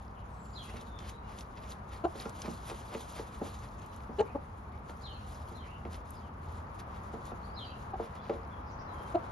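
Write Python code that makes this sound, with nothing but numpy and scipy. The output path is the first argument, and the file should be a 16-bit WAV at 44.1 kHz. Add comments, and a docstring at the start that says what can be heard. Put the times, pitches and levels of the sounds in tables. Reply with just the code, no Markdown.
"""Distant traffic rumbles and hisses under a soft rustle of straw, and small birds chirrup and cheep.
Close to a phone, chickens dust-bathe in a wooden box: feathers sweep straw and soil into tiny contacts,
feet knock the boards into ringing and dry stalks snap. The rooster gives a few very short clucks,
each a brief buzz of the syrinx, and kicks through the grit."""
import sys
import numpy as np
from scipy import signal
from scipy.fft import rfft, irfft
from scipy.io import wavfile
from scipy.ndimage import uniform_filter1d

SR = 44100
rng = np.random.default_rng(int(sys.argv[2]) if len(sys.argv) > 2 else 0)


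def inscribe(sig):
    """Save sig as 16-bit PCM at rate SR to the path in sys.argv[1].

    A 1-D sig is mono; a 2-D sig holds one channel per row.
    Samples are clipped to [-1, 1] before scaling.
    """
    pcm = np.round(np.clip(np.atleast_2d(sig).T, -1, 1) * 32767)
    wavfile.write(sys.argv[1], SR, pcm.astype(np.int16))


N = 410571
T = np.arange(N) / SR
FREQS = np.fft.rfftfreq(N, 1 / SR)


def undb(db):
    """Decibels to gain."""
    return 10 ** (np.asarray(db) / 20)


def unit(x):
    """Scale to rms 1."""
    return x / np.sqrt(np.mean(x ** 2))


def curves(table):
    """Every column of a timed table, sample by sample."""
    s, *columns = np.transpose(table)
    return [np.interp(T, s, c) for c in columns]


def across(points):
    """Join (Hz, value) points on a log-frequency axis."""
    hz, value = np.transpose(points)
    return np.interp(np.log(FREQS + 1), np.log(hz), value)


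def colour(x, spectrum):
    """Minimum-phase filter; keeps the power of white input."""
    cepstrum = irfft(np.log(unit(undb(across(spectrum)))), N)
    cepstrum[1:N // 2] *= 2
    cepstrum[N // 2 + 1:] = 0
    return irfft(rfft(x) * np.exp(rfft(cepstrum)), N)


def band(x, lo_hz, hi_hz):
    """Band-pass."""
    sos = signal.butter(2, [lo_hz, min(hi_hz, SR / 2 - 1000)], "band", fs=SR, output="sos")
    return signal.sosfilt(sos, x)


def walk(rate_hz):
    """Slow random drift; rms 1."""
    hold = int(SR / rate_hz)
    steps = np.repeat(rng.standard_normal(N // hold + 1), hold)
    return unit(uniform_filter1d(steps, hold)[:N])


def add(out, start_s, x):
    """Mix x into out."""
    i = max(int(start_s * SR), 0)
    out[..., i:i + x.shape[-1]] += x[..., :max(N - i, 0)]


def reverb(x, t60_s):
    """Diffuse reflections, unrelated left and right."""
    t = T[:SR]
    tail = rng.standard_normal((2, SR)) * undb(-60 * t / t60_s) * (t > .006)
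    return signal.fftconvolve(x[None], tail / np.sqrt(np.sum(tail ** 2) / 2))[:, :N]


def grains(rate_hz, spread_db):
    """Dense tiny contacts of unequal size; rms 1."""
    size = undb(spread_db * np.minimum(rng.exponential(size=N), 4))
    return unit((rng.random(N) < rate_hz / SR) * size * rng.choice([-1, 1], N))


# Traffic spectra. Each row: frequency in Hz, relative density in dB.
RUMBLE_SPECTRUM = [(15, -46.5), (25, -20), (38, -17), (52, -5.5), (72, -4.5), (100, -7), (125, -10.5),
                   (170, -14.5), (230, -15), (320, -24), (500, -26), (900, -32), (3000, -102.5)]
TYRE_SPECTRUM = [(150, -2.5), (350, 0.5), (600, 1.5), (950, 6), (1200, 4), (1600, -6), (2200, -13.5),
                 (3500, -26), (6000, -33), (8500, -80), (12000, -31.5)]
# Traffic draws nearer. Each row: time in seconds, relative tyre level in dB.
TYRE_LEVELS = [(0.0, -57.5), (2.87, -55), (3.76, -57), (6.2, -56), (7.21, -53), (8.45, -54), (9.31, -50)]
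# One engine speeds up, then eases off. Each row: time in seconds, firing rate in Hz, relative level in dB.
ENGINE_RUN = [(0, 60, -49.5), (3.9, 63, -57), (4.75, 71, -47.5), (5.5, 75, -49.5), (6.6, 83, -43.5),
              (7.0, 82, -70), (8.1, 78, -49.5), (9.3, 62, -65)]


def traffic(hum_hz=205, hum_db=-61):
    """Rumble alike in both ears, diffuse tyre noise, one far engine and a faint steady hum."""
    tyre_db, = curves(TYRE_LEVELS)
    firing_hz, engine_db = curves(ENGINE_RUN)
    ears = np.array([[1], [-1]])
    mid, side, tyre_mid, tyre_side = rng.standard_normal((4, N))
    rumble = colour(mid + undb(-19) * ears * side, RUMBLE_SPECTRUM)
    rumble *= undb(-48.5 + 0.24 * T + 0.57 * walk(6))
    tyres = colour(tyre_mid + undb(1.5) * ears * band(tyre_side, 516, 9000), TYRE_SPECTRUM)
    tyres *= undb(tyre_db + 3 + .5 * walk(7.3) + ears * 1.2)
    engine = np.sqrt(2) * np.sin(2 * np.pi * np.cumsum(firing_hz) / SR)
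    engine *= undb(engine_db - 3 + 2.7 * walk(4.6))
    hum = undb(hum_db + 2 * walk(2.95)) * np.sin(2 * np.pi * hum_hz * T)
    return rumble + tyres + engine + hum


def stalks(patchy_db=3):
    """Stalks of different lengths crackle, each in its own band, coming and going independently."""
    edges_hz = np.geomspace(1500, 13000, 12)
    return unit(sum(band(grains(rate_hz=550, spread_db=-0.5), lo, hi) * undb(patchy_db * walk(45))
                    for lo, hi in zip(edges_hz, edges_hz[1:])))


# How busily the chickens shuffle. Each row: time in seconds, relative level in dB.
SHUFFLE_LEVELS = [(0.0, -80.5), (0.47, -79.5), (0.65, -69.5), (1.04, -84.5), (1.89, -77), (2.41, -70),
                  (3.42, -70), (3.71, -77), (4.82, -84.5), (5.26, -72.5), (5.81, -83), (6.09, -78),
                  (6.58, -82.5), (7.18, -77), (8.68, -85), (9.31, -74.5)]
# Wing or foot sweeps. Each row: peak time in seconds, relative level in dB, length in seconds,
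# soil weighting in dB.
SWEEPS = [(0.697, -56, 0.024, 11), (0.77, -58, 0.035, 12), (0.815, -63, 0.05, -10), (1.005, -59, 0.022, 7),
          (1.06, -57.5, 0.06, 9.5), (1.097, -54, 0.042, -7), (1.32, -62.5, 0.082, 10),
          (1.395, -54, 0.047, -13), (1.577, -69, 0.02, 23), (1.64, -62, 0.045, 12), (1.71, -48.5, 0.03, -3),
          (1.936, -62, 0.043, 15), (3.35, -58, 0.03, 5), (3.639, -60, 0.026, 11.5),
          (4.899, -63.5, 0.036, 7), (5.3, -64, 0.063, -2), (5.94, -57, 0.051, 7.5),
          (6.52, -60.5, 0.057, -12), (6.58, -67, 0.04, 9), (6.8, -51.5, 0.014, 6.5),
          (6.955, -67, 0.059, 13), (7.125, -66, 0.025, -4), (7.264, -55.5, 0.041, -8),
          (8.04, -64.5, 0.095, 13), (8.16, -71, 0.04, 18), (8.26, -76, 0.068, 22.5),
          (8.335, -66.5, 0.077, 14)]
# Litter spectra. Each row: frequency in Hz, relative density in dB.
STRAW_SPECTRUM = [(200, 1.5), (600, 1), (1200, 1), (1800, -6), (3500, 1), (5500, -5), (7000, -0.5),
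                  (9000, -3.5), (11000, 2), (13000, -30)]
SOIL_SPECTRUM = [(150, -13), (400, 4), (1200, -4.5), (1900, -2), (3600, -10.5), (5500, -15), (9000, -41)]


def rustle(swell_share=0.47, restless_db=2.5):
    """Each sweep crackles the straw, rubs the feathers and shifts the duller soil below."""
    shuffle_db = curves(SHUFFLE_LEVELS)[0] + restless_db * walk(14)
    straw_power = undb(shuffle_db + 8) ** 2
    soil_power = undb(shuffle_db - 3) ** 2
    for peak_s, db, length_s, soil_db in list(SWEEPS) + kick_sweeps():
        slope_s = length_s * np.where(T < peak_s, swell_share, 1 - swell_share)
        power = undb(db) ** 2 * np.exp(-1.8 * np.abs(T - peak_s) / slope_s)
        straw_power += power
        soil_power += power * undb(soil_db) ** 2
    straw = undb(-5.5) * stalks()
    feathers = undb(-4) * grains(rate_hz=5000, spread_db=-2.5)
    crackle = colour((straw + feathers) * undb(2 * walk(60)), STRAW_SPECTRUM)
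    crumble = colour(grains(rate_hz=3000, spread_db=3), SOIL_SPECTRUM)
    return undb(2.5) * np.sqrt(straw_power) * crackle + undb(-4) * np.sqrt(soil_power) * crumble


def whistle(length_s, start_hz, end_hz, shape=None, waver=.017, trill=0, trill_hz=171):
    """One note, gliding evenly or along a shape; waver and trill are shares of its pitch."""
    progress = np.linspace(0, 1, int(length_s * SR))
    share, height, db = np.transpose(shape or [(0, 1, 0), (1, 0, 0)])
    flutter = waver * unit(uniform_filter1d(rng.standard_normal(len(progress)), 96))
    flutter += trill * np.sin(2 * np.pi * trill_hz * progress * length_s)
    hz = (end_hz + (start_hz - end_hz) * np.interp(progress, share, height)) * (1 + flutter)
    envelope = undb(np.interp(progress, share, db)) * np.abs(np.sin(np.pi * progress)) ** 0.14
    return envelope * np.sin(2 * np.pi * np.cumsum(hz) / SR)


# Small birds' notes. 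Each row: start and length in seconds, start and end in Hz, relative level in dB.
BUZZY_NOTES = [(0.15, 0.07, 3030, 2700, -63), (3.78, 0.074, 2380, 2810, -60.5),
               (4.26, 0.045, 2300, 2600, -53), (4.725, 0.029, 2310, 2090, -55.5),
               (5.63, 0.05, 2400, 2030, -51.5), (8.21, 0.04, 4200, 4500, -60),
               (8.66, 0.06, 5160, 4260, -61), (8.7, 0.038, 6150, 5400, -61),
               (8.785, 0.032, 5000, 5880, -56.5)]
THIN_NOTES = [(0.288, 0.16, 8200, 7650, -70), (0.39, 0.19, 7480, 7000, -63), (0.85, 0.061, 3950, 3530, -64),
              (0.91, 0.1, 3570, 3540, -54), (0.975, 0.083, 3170, 3070, -63), (1.1, 0.084, 3820, 3900, -60),
              (1.23, 0.06, 2860, 2820, -63), (3.88, 0.04, 4100, 3900, -64), (5.12, 0.05, 4370, 4140, -53),
              (6.14, 0.045, 5250, 4470, -61), (6.215, 0.06, 3270, 2800, -63),
              (7.425, 0.04, 4220, 4650, -57), (7.49, 0.055, 4470, 4600, -65),
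              (7.642, 0.03, 4720, 4530, -49), (7.657, 0.02, 4060, 4050, -47),
              (8.175, 0.03, 3300, 3510, -58), (8.51, 0.041, 3440, 3280, -58),
              (8.875, 0.05, 4130, 3800, -60), (8.915, 0.16, 3270, 3120, -61)]


def chirrups():
    """Thin whistles waver a little in pitch; buzzy notes waver enough to sound rough."""
    out = np.zeros(N)
    for notes, waver in (THIN_NOTES, .017), (BUZZY_NOTES, .09):
        for start_s, length_s, start_hz, end_hz, db in notes:
            add(out, start_s, undb(db - 4) * whistle(length_s, start_hz, end_hz, waver=waver))
    return out


# One bird's repeated cheep. Each row: start and length of the fall in seconds, relative level in dB,
# ledge pitch in Hz, closing note against the fall in dB.
CHEEP_CALLS = [(0.55, 0.071, -43, 3280, -13), (5.031, 0.091, -44.5, 3150, -17),
               (5.54, 0.115, -55.5, 3140, 0), (7.56, 0.088, -42.5, 3180, -14)]
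# The pitch hooks up, falls to a ledge and drops off it. Each row: share of the length,
# height (ledge 0, top 1), relative level in dB.
CHEEP_CONTOUR = [(0, .6, -10), (.1, .97, 0), (.26, .92, 2.5), (.38, .45, 1), (.48, .06, -7), (.6, 0, -1),
                 (.82, 0, -1.5), (1, -.38, -6)]


def cheeps(top_hz=4176, lead_s=0.019, gap_s=0.02, close_s=0.095):
    """A short rising note leads into a trilled fall; a low held note closes it."""
    out = np.zeros(N)
    for start_s, fall_s, db, ledge_hz, close_db in CHEEP_CALLS:
        gain = undb(db - 2)
        lead = whistle(lead_s, start_hz=4520, end_hz=4950, waver=.045)
        fall = whistle(fall_s, top_hz, ledge_hz, CHEEP_CONTOUR, trill=.024)
        close = whistle(close_s, start_hz=2600, end_hz=2850, waver=.045)
        add(out, start_s - lead_s, gain * undb(-12) * lead)
        add(out, start_s, gain * fall)
        add(out, start_s + fall_s + gap_s, gain * undb(close_db) * close)
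    return out


def small_birds():
    """Song from some way off: reflections off ground and pen roughen it, a diffuse tail blurs it."""
    song = cheeps() + chirrups()
    early = undb(-4.5) * reverb(song, t60_s=.08)
    late = undb(-3.5) * reverb(song, t60_s=.43)
    return undb(-5) * song + early + late


# Board modes. Each row: frequency in Hz, relative level in dB, T60 in seconds.
BOARD_MODES = [(167, -9, 0.12), (235, -0.5, 0.066), (272, -3.5, 0.061), (353, 1, 0.033),
               (446.5, -0.5, 0.071), (562, 1, 0.045), (681, -2.5, 0.043), (789, 1.5, 0.031),
               (970, -18, 0.045), (1140, -25, 0.082), (1394, 5.5, 0.045), (1403, 0.5, 0.072),
               (2550, -25, 0.034)]
# Feet and bodies hit the box. Each row: start in seconds, relative level in dB, main pitch in Hz,
# left minus right in dB, claw tick against the knock in dB, roll-off from the main pitch in dB/octave.
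BOX_BUMPS = [(0.738, -38, 378, -3, -22, 9), (0.768, -42.5, 480, 1, -14, -4), (2.153, -37, 410, -3, -20, 8),
             (2.256, -31.5, 384, -3, -10, 3.5), (2.444, -36.5, 229, 0, -8, 8),
             (2.479, -29.5, 172, -3, -21, 14.5), (2.713, -36.5, 543, 0, -14, 4),
             (2.948, -30.5, 360, 0, -7, 6.5), (3.194, -32.5, 407, 1, -14, 12),
             (3.414, -27, 300, 0.5, -29, 6.5), (4.092, -35.5, 280, 1, -30, 8), (4.544, -50, 450, 3, -16, 5),
             (4.894, -39, 700, 1, -4, 1), (5.515, -41.5, 420, 0, -24, 7),
             (5.852, -34.5, 330, -1, -8.5, 4.5), (7.137, -32.5, 360, -1, -26, 6.5),
             (7.317, -35, 280, 1, -15, 1), (7.997, -27, 483, 1.5, -29, 7), (8.296, -23, 463, 1, -13, 11.5),
             (8.323, -39.5, 300, 1, -25, 8), (9.005, -39.5, 520, 1, -26, 7)]


def bumps(contact_s=.003, rattle_s=0.045, grit_s=0.014, tick_s=0.0058, lead_s=.002):
    """A claw ticks, the foot rings the boards and grinds soil; where it lands favours some modes."""
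    out, t = np.zeros((2, N)), T[:8192]
    scuff = undb(-24) * t / contact_s * np.exp(-t / contact_s)
    rattle = undb(-37) * np.exp(-t / rattle_s)
    grit_envelope = undb(-10) * np.sqrt(2 * np.e * t / grit_s) * np.exp(-t / grit_s)
    for start_s, db, main_hz, pan_db, tick_db, rolloff_db in BOX_BUMPS:
        claws, soil = rng.standard_normal((2, len(t)))
        push = claws * (scuff + rattle)
        push[int(lead_s * SR)] += 1  # the impact
        ring = np.zeros(len(t))
        for k, (hz, mode_db, t60_s) in enumerate(BOARD_MODES):
            struck_db = mode_db - rolloff_db * abs(np.log2(hz / main_hz))
            ring += (-1) ** k * undb(struck_db - 60 * t / t60_s) * np.sin(2 * np.pi * hz * t)
        knock = signal.fftconvolve(push, ring)[:len(t)]
        knock /= np.sqrt(np.mean(knock[:700] ** 2))
        grit = unit(band(soil, 580, 1040)) * grit_envelope
        tick = undb(tick_db) * unit(band(rng.standard_normal(len(t)), 1100, 2700)) * np.exp(-t / tick_s)
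        gain = undb(db - 7 + np.array([[pan_db], [-pan_db]]) / 2)
        add(out, start_s - lead_s, (knock + grit) * gain)
        add(out, start_s, tick * gain)
    return out


def thin_snaps(count=20, centre_hz=4370, width_octaves=0.53):
    """Rows like STRAW_SNAPS: thin straws break at random, louder when the shuffling is busy."""
    when, size, pitch = rng.uniform(-1, 1, (count, 3)).T
    start_s = (when + 1) / 2 * T[-1]
    peak_db = np.interp(start_s, *np.transpose(SHUFFLE_LEVELS)) + 20 + 5 * size
    return list(zip(start_s, peak_db, centre_hz * 2 ** (0.28 * pitch), [width_octaves] * count))


# The loudest straw breaks. Each row: start in seconds, peak in dB, band centre in Hz, width in octaves.
STRAW_SNAPS = [(0.812, -44.5, 5000, 2), (0.9894, -38.5, 3970, 1.2), (1.0952, -36, 3700, 1.8),
               (1.3867, -39.5, 4000, 1.3), (1.4082, -38, 4230, 1), (1.5718, -54, 3700, 1),
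               (1.7205, -39, 4200, 1.3), (2.1999, -34.5, 4130, 0.4), (2.2214, -41, 4400, 0.41),
               (2.2945, -39, 7000, 1.3), (2.4187, -30, 4230, 1.1), (2.5132, -46, 4700, 0.61),
               (3.817, -51, 3500, 0.83), (3.862, -48, 8000, 1.3), (3.9629, -44, 10900, 1.4),
               (4.005, -49, 2900, 1), (4.777, -55, 3600, 1), (5.9304, -48, 4580, 1.1),
               (5.944, -44, 3600, 1.3), (5.953, -45, 3300, 1.4), (6.106, -35.5, 9800, 0.63),
               (6.7925, -54, 2600, 2.3), (7.254, -47, 6500, 0.81), (8.153, -50, 9000, 1.5)]


def snaps(tick_s=0.0017, splinter_s=.009, splinter_db=-18):
    """A dry stalk breaks: one sharp tick and a faint tail of splinters."""
    out, t = np.zeros(N), T[:2048]
    envelope = np.exp(-t / tick_s) + undb(splinter_db) * np.exp(-t / splinter_s)
    for start_s, peak_db, hz, octaves in list(STRAW_SNAPS) + thin_snaps():
        edge_ratio = 2 ** (octaves / 2)
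        tick = band(rng.standard_normal(len(t)) * envelope, hz / edge_ratio, hz * edge_ratio)
        add(out, start_s, tick / np.abs(tick).max() * undb(peak_db))
    return out


# Open-beak resonances. Each row: centre in Hz, width in Hz, relative level in dB.
BEAK_BANDS = [(1340, 440, -2), (2270, 250, -4.5), (2860, 300, 1), (4010, 480, -4.5), (7330, 1600, -14.5)]
# The rooster's clucks. Each row: peak time in seconds, level in dB, pitch in Hz, glide in octaves/s,
# swell scale in seconds, then second harmonic, upper harmonics and rasp in relative dB.
ROOSTER_CLUCKS = [(2.052, -23, 356.8, 9.2, 0.0098, -0.5, -11, -27.5),
                  (4.2086, -22, 430.3, 6.4, 0.02, -9, -22, -23),
                  (4.358, -28, 285.4, 5.5, 0.0073, 1.5, -4.5, -46),
                  (7.942, -32, 401.5, 3.8, 0.0066, 8, -12, -30),
                  (9.156, -22.5, 335.5, 1.4, 0.0095, 2, -18, -28.5)]


def clucks(release_s=0.0065, jitter_octaves=0.069, throat_db=-12):
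    """The syrinx buzzes for a few cycles, swelling and then shut off."""
    lead_s = T[1024]
    out, t = np.zeros(N), T[:3072] - lead_s
    for peak_s, db, hz, glide, swell_s, second_db, upper_db, rasp_db in ROOSTER_CLUCKS:
        swell = np.clip(1 + t / (swell_s * 1.44), 0, 1) ** 0.78
        envelope = np.where(t < 0, swell, np.exp(-(t / release_s) ** 2))
        wobble = jitter_octaves * unit(uniform_filter1d(rng.standard_normal(len(t)), 128))
        phase = 2 * np.pi * np.cumsum(hz * 2 ** (glide * t + wobble)) / SR
        upper = sum(undb(-4 * (k - 3) ** 3.5) * np.sin(k * phase) for k in range(3, 8))
        voice = np.sin(phase) + undb(second_db) * np.sin(2 * phase) + undb(upper_db) * upper
        # Turbulence puffs once a cycle: hollow in the throat, raspy at the beak.
        throat, air = rng.standard_normal((2, len(t)))
        hollow = unit(band(throat, 370, 750))
        rasp = unit(sum(undb(band_db) * band(air, centre_hz - width_hz / 2, centre_hz + width_hz / 2)
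                        for centre_hz, width_hz, band_db in BEAK_BANDS))
        voice += (undb(throat_db) * hollow + undb(rasp_db) * rasp) * (1 + .5 * np.cos(phase))
        add(out, peak_s - lead_s, unit(voice) * envelope * undb(db))
    return out


# The rooster kicks about four times a second. Each row: peak time in seconds, relative straw level in dB,
# grit level in dB.
ROOSTER_KICKS = [(2.207, -49, -58), (2.46, -53.5, -43), (2.703, -54, -43.5), (2.943, -57.5, -44.5),
                 (3.188, -56, -43), (3.468, -57, -50)]
# Grit under a claw. Each row: frequency in Hz, relative density in dB.
GRIT_SPECTRUM = [(200, -2), (600, 4.5), (1100, 4), (1800, -7), (2400, -6.5), (3500, -10.5), (5000, -14),
                 (8000, -26)]


def scrapes(swell_s=0.03, release_s=0.016):
    """In each kick the claws bite ever harder into the grit, then lift."""
    force = sum(undb(grit_db) * np.exp(-np.abs(T - peak_s) / np.where(T < peak_s, swell_s, release_s))
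                for peak_s, _, grit_db in ROOSTER_KICKS)
    return force * colour(grains(rate_hz=1500, spread_db=2.5), GRIT_SPECTRUM)


def kick_sweeps(kick_s=0.061, kick_soil_db=4.5, lag_s=0.079, flick_s=0.079, flick_soil_db=1):
    """Rows like SWEEPS: each kick sweeps the litter and a wing flick follows."""
    rows = []
    for peak_s, straw_db, _ in ROOSTER_KICKS:
        rows.append((peak_s, straw_db, kick_s, kick_soil_db))
        rows.append((peak_s + lag_s, -61.5, flick_s, flick_soil_db))
    return rows


# Lag between the microphone ports. Each row: frequency in Hz, phase difference in radians.
PORT_LAG = [(100, 0), (430, .25), (1100, 1.3), (1600, 1.1), (2400, .3), (3500, .9), (5300, .3), (6500, 1.3),
            (7700, 2.95), (9200, 3.14), (10300, 2.7), (11200, 1.5), (12000, .8)]


def ports(x, left_db, lag_share=1):
    """Near, off-axis sound reaches the two microphone ports out of step and louder on one side."""
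    turn = np.exp(.5j * lag_share * across(PORT_LAG))
    return irfft(rfft(x) * np.array([turn * undb(left_db), turn.conj() * undb(-left_db)]), N)


def scene(wall_delay_s=0.0145):
    """Chickens in their box, a thin echo off the pen wall, a short dull tail, small birds and traffic."""
    voice, litter, knocks = clucks(), rustle() + scrapes(), bumps()
    echo = undb(-7) * band(np.interp(T - wall_delay_s, T, voice), 590, 1200)
    into_pen = undb(-11) * voice + undb(-8) * (knocks.mean(axis=0) + litter)
    pen = reverb(band(into_pen, 210, 2800), t60_s=0.19)
    near = ports(voice + echo, left_db=1.0) + ports(litter, left_db=-0.24)
    near += ports(snaps(), left_db=1.9, lag_share=0.82) + ports(knocks, left_db=0.2)
    return near + pen + small_birds() + traffic()


def record(dry, top_hz=11900):
    """The phone cuts the top treble."""
    return signal.sosfilt(signal.ellip(10, .2, 80, top_hz, fs=SR, output="sos"), dry)


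dry = scene()
out = record(dry)
inscribe(out)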